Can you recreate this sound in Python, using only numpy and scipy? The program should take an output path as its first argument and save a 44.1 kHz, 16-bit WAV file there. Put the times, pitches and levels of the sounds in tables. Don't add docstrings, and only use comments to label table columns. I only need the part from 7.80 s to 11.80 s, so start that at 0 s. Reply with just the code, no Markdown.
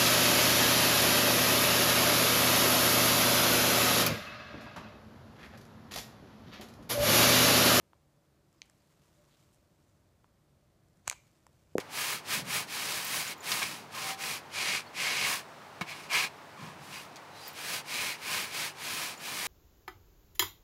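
import sys
import numpy as np
from scipy import signal
from scipy.fft import rfft, irfft
from scipy.io import wavfile
from scipy.ndimage import uniform_filter1d

SR = 44100
rng = np.random.default_rng(int(sys.argv[2]) if len(sys.argv) > 2 else 0)


def dump(signal):
    limited = np.clip(np.atleast_2d(signal).T, -1, 1)
    pcm = np.round(limited * 32767).astype(np.int16)
    wavfile.write(sys.argv[1], SR, pcm)


N = 176400
TIME_S = np.arange(N) / SR


def undb(db):
    return 10 ** (np.asarray(db) / 20)


def unit(x):
    return x / np.sqrt(np.mean(x ** 2) + 1e-30)


def envelope(points):
    s, db = np.array(points).T
    return undb(np.interp(TIME_S, s, db, left=-150, right=-150))


def shaped_noise(spectrum):
    hz, db = np.array(spectrum).T
    f = np.maximum(np.fft.rfftfreq(N, 1 / SR), 1)
    gain = undb(np.interp(np.log(f), np.log(hz), db))
    return unit(irfft(rfft(rng.standard_normal(N)) * gain, N))


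def band_noise(hz, width_hz):
    f = np.fft.rfftfreq(N, 1 / SR)
    gain = 1 / (1 + (2 * (f - hz) / width_hz) ** 2)
    return unit(irfft(rfft(rng.standard_normal(N)) * gain, N))


def drift(rate_hz):
    hold = int(SR / rate_hz)
    steps = np.repeat(rng.standard_normal(N // hold + 1), hold)
    return unit(uniform_filter1d(uniform_filter1d(steps, hold), hold)[:N])


def decay(t, t60):
    return np.exp(-np.log(1000) * t / t60)


def ring(modes, push_s):
    t = np.arange(SR // 10) / SR
    y = sum((-1) ** k * undb(db) * np.sin(2 * np.pi * hz * t) * decay(t, t60)
            for k, (hz, db, t60) in enumerate(modes))
    y *= 1 - np.exp(-t / push_s)
    return y / np.sqrt(np.sum(y ** 2) / (.003 * SR))


def add(out, start_s, y):
    i = int(start_s * SR)
    out[i:i + len(y)] += y[:max(N - i, 0)]


def strike(events, modes, push_s):
    out = np.zeros(N)
    for s, db in events:
        add(out, s, undb(db) * ring(modes, push_s))
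    return out


# f/Hz, level/dB, t60/s
TAIL_BANDS = [(150, -0.5, 0.46), (500, 1.5, 0.26), (1100, -1.5, 0.32), (1740, -6, 0.29), (2060, 3, 0.37),
              (2530, 1.5, 0.38), (2880, 3.5, 0.3), (4500, -1, .38), (6700, -6.5, 0.44), (9200, 0.5, 0.24),
              (11000, -5, 0.39), (14500, 4, 0.32)]
# delay/s, level/dB
REFLECTIONS = [(.0062, -37), (0.01, -23), (.0128, -34), (.0178, -37)]
def room(dry, tail_db, build_s=.0056):
    t = np.arange(SR // 2) / SR
    log_f = np.log(np.maximum(np.fft.rfftfreq(len(t), 1 / SR), 1))
    log_centres = np.log([hz for hz, _, _ in TAIL_BANDS])
    noise = rfft(rng.standard_normal(len(t)))
    tail = np.zeros(len(t))
    for (_, db, t60), weights in zip(TAIL_BANDS, np.eye(len(TAIL_BANDS))):
        band = irfft(noise * np.interp(log_f, log_centres, weights), len(t))
        tail += undb(db) * band * decay(t, t60)
    tail *= 1 - np.exp(-(t / build_s) ** 2)
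    response = undb(tail_db) * tail / np.sqrt(np.sum(tail ** 2))
    for delay_s, db in REFLECTIONS:
        response[int(delay_s * SR)] += undb(db)
    return dry + signal.fftconvolve(dry, response)[:N]


# f/Hz, level/dB
AIR_SPECTRUM = [(15, -48.5), (25, -13), (69, -2), (186, -4), (278, -11.5), (318, -9), (475, -13.5),
                (588, -11.5), (833, -18.5), (1060, -19), (1630, -23.5), (2070, -26), (2930, -29),
                (4260, -29), (15000, -36)]
# f/Hz, width/Hz, level/dB
HUM_BANDS = [(144.6, 14, -77.5), (319, 45, -83.5), (587.5, 22, -87)]
# t/s, level/dB
TONE_ENVELOPE = [(1.36, -92), (1.385, -69.5), (1.42, -68), (1.445, -86), (1.48, -75), (1.56, -80),
                 (1.65, -87)]
def background(air_db=-69.5, tone_hz=590):
    air = undb(air_db) * shaped_noise(AIR_SPECTRUM)
    hum = sum(undb(db) * band_noise(hz, width_hz) for hz, width_hz, db in HUM_BANDS)
    phase = 2 * np.pi * tone_hz * TIME_S + .5 * drift(rate_hz=24.8)
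    tone = np.sqrt(2) * envelope(TONE_ENVELOPE) * np.sin(phase)
    return air + hum + tone


# t/s, level/dB
ARM_ENVELOPE = [(0, -88), (1.0, -80), (2.0, -75), (2.6, -74.5), (3.3, -71), (3.7, -73), (4.0, -71)]
def arms():
    return band_noise(hz=85, width_hz=120) * envelope(ARM_ENVELOPE)


# f/Hz, level/dB
FUR_SPECTRUM = [(150, -11), (400, -4.5), (1100, 0), (1800, -3.5), (3500, -5), (5500, -6), (7600, -5),
                (9000, -10), (15000, -14)]
# t/s, level/dB
BRUSH_ENVELOPE = [(0, -85.5), (.65, -85.5), (.85, -77.5), (.97, -77.5), (1.15, -74.5), (1.42, -74),
                  (1.6, -72.5), (1.85, -80), (2.12, -82), (2.25, -86), (3.0, -87.5), (3.15, -84.5),
                  (3.52, -73.5), (3.62, -80.5), (4.0, -76)]
# t/s, length/s, f/Hz, width/Hz, level/dB
COAT_STROKES = [(.78, .06, 1100, 396, -79), (0.783, 0.037, 5100, 900, -80), (1.01, 0.018, 4700, 600, -79),
                (1.464, 0.081, 1070, 496, -77.5), (1.54, 0.055, 3500, 2610, -72.5),
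                (1.746, 0.026, 8040, 7060, -71), (2.12, .1, 7000, 3000, -82.5)]
def fur(grain_db=3, patchy_db=1.23):
    hiss = shaped_noise(FUR_SPECTRUM) * envelope(BRUSH_ENVELOPE)
    for s, length_s, hz, width_hz, db in COAT_STROKES:
        swell = np.exp(-2 * ((TIME_S - s) / length_s) ** 2)
        hiss += undb(db) * band_noise(hz, width_hz) * swell
    flicker_db = grain_db * drift(rate_hz=900) + patchy_db * drift(rate_hz=25)
    return hiss * unit(undb(flicker_db))


# f/Hz, level/dB, t60/s
OBJECT_MODES = [(200, -14, .018), (414, 1, 0.01), (544, 0.5, 0.0066)]
# t/s, level/dB
KNOCKS = [(3.9527, -20), (3.9818, -25)]
def bumps(top_hz=835):
    lowpass = signal.butter(6, top_hz, fs=SR, output="sos")
    return signal.sosfilt(lowpass, strike(KNOCKS, OBJECT_MODES, push_s=.0014))


# f/Hz, level/dB, t60/s
CONTACT_MODES = [(1090, 0, 0.0036), (1766, 0.5, 0.0032), (2560, -3.5, 0.0025), (5500, -6, 0.0012),
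                 (7100, -9.5, 0.0028), (11480, -9, 0.0017)]
def clack(at_s=3.982, level_db=-28):
    return strike([(at_s, level_db)], CONTACT_MODES, push_s=.00005)


# f/Hz, level/dB, t60/s
GRIP_MODES = [(720, 2, 0.0051), (990, 2.5, 0.012), (1390, 0.5, 0.0066), (3160, -3, 0.0024)]
# t/s, level/dB
GRIP_TAPS = [(.1324, -55), (2.4436, -58.5), (3.6665, -54.5)]
def handle_taps():
    return strike(GRIP_TAPS, GRIP_MODES, push_s=.0001)


# f/Hz, level/dB, t60/s
BLADE_MODES = [(1700, -2.5, 0.0054), (5380, -5, .006), (7360, -1, .005), (8100, -3.5, .004),
               (10800, -4, .004), (13500, -17, .003)]
# t/s, level/dB
BLADE_TICKS = [(.728, -70), (.857, -71.5), (.8985, -60), (3.085, -75), (3.132, -77), (3.172, -72.5),
               (3.667, -59), (3.953, -72), (3.9705, -88)]
def blade_ticks():
    return strike(BLADE_TICKS, BLADE_MODES, push_s=.00007)


# f/Hz, level/dB, t60/s
HAND_MODES = [(74.6, -1.5, .08), (125, -2, .05)]
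def jolt(at_s=3.278, level_db=-46):
    return strike([(at_s, level_db)], HAND_MODES, push_s=.001)


# f/Hz, level/dB, t60/s
CUT_MODES = [(640, -10, 0.0063), (1020, -4.5, 0.0074), (1590, -6.5, 0.0064), (2027, -7.5, 0.0089),
             (2357, -4, .01), (3100, -6, 0.0044), (4030, -7, 0.0062), (4780, -5, 0.004),
             (5400, -7.5, 0.00503), (6290, -3, 0.0073), (6930, -3.5, 0.0076), (7870, -2, 0.0047),
             (9040, -8, 0.0045), (10700, -11.5, 0.0058), (13700, -12, .002)]
def clipper_ring(body_db, mid_db, edge_db, t60_factor=1):
    modes = []
    for hz, db, t60 in CUT_MODES:
        boost_db = body_db * (hz < 1750) + mid_db * (2700 < hz < 5200) + edge_db * (hz > 6600)
        modes.append((hz, db + boost_db, t60 * t60_factor))
    return ring(modes, push_s=.00005)


# t/s, level/dB
CRUNCH_ENVELOPE = [(3.245, -86), (3.255, -72), (3.273, -59.5), (3.277, -42), (3.283, -49.5), (3.30, -60.5),
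                   (3.328, -48), (3.338, -63), (3.37, -76)]
def crunch(fractures_per_s=5000):
    fractures = (rng.random(N) < fractures_per_s / SR) * rng.standard_normal(N)
    response = clipper_ring(body_db=4.5, mid_db=3, edge_db=-5)
    return unit(signal.fftconvolve(fractures, response)[:N]) * envelope(CRUNCH_ENVELOPE)


# t/s, level/dB, body/dB, middle/dB, edge/dB, t60 factor
CRACKS = [(0.8179, -41.5, -13.5, 4, -21, 1.08), (3.2776, -26.5, 7, -2, 5, 0.99),
          (3.2983, -26.5, -22.5, -0.5, 1.5, 0.82), (3.3127, -37, 6, -3, -3, 1.3),
          (3.3236, -48.5, 12, -6, 9, 1.), (3.3278, -45, 15, -6, -11, 1.5)]
def snips():
    out = np.zeros(N)
    for s, db, body_db, mid_db, edge_db, t60_factor in CRACKS:
        add(out, s, undb(db) * clipper_ring(body_db, mid_db, edge_db, t60_factor))
    return out


def scene():
    clippers = room(handle_taps() + blade_ticks() + jolt() + crunch() + snips(), tail_db=-17)
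    knocks = room(bumps(), tail_db=-7.5) + room(clack(), tail_db=-5.5)
    return (clippers + knocks + fur() + arms() + background())[None]


def record(dry, low_cut_hz=38, top_hz=15200):
    highpass = signal.butter(2, low_cut_hz, "high", fs=SR, output="sos")
    lowpass = signal.ellip(10, .2, 60, top_hz, fs=SR, output="sos")
    return signal.sosfilt(lowpass, signal.sosfilt(highpass, dry))


dry = scene()
out = record(dry)
dump(out)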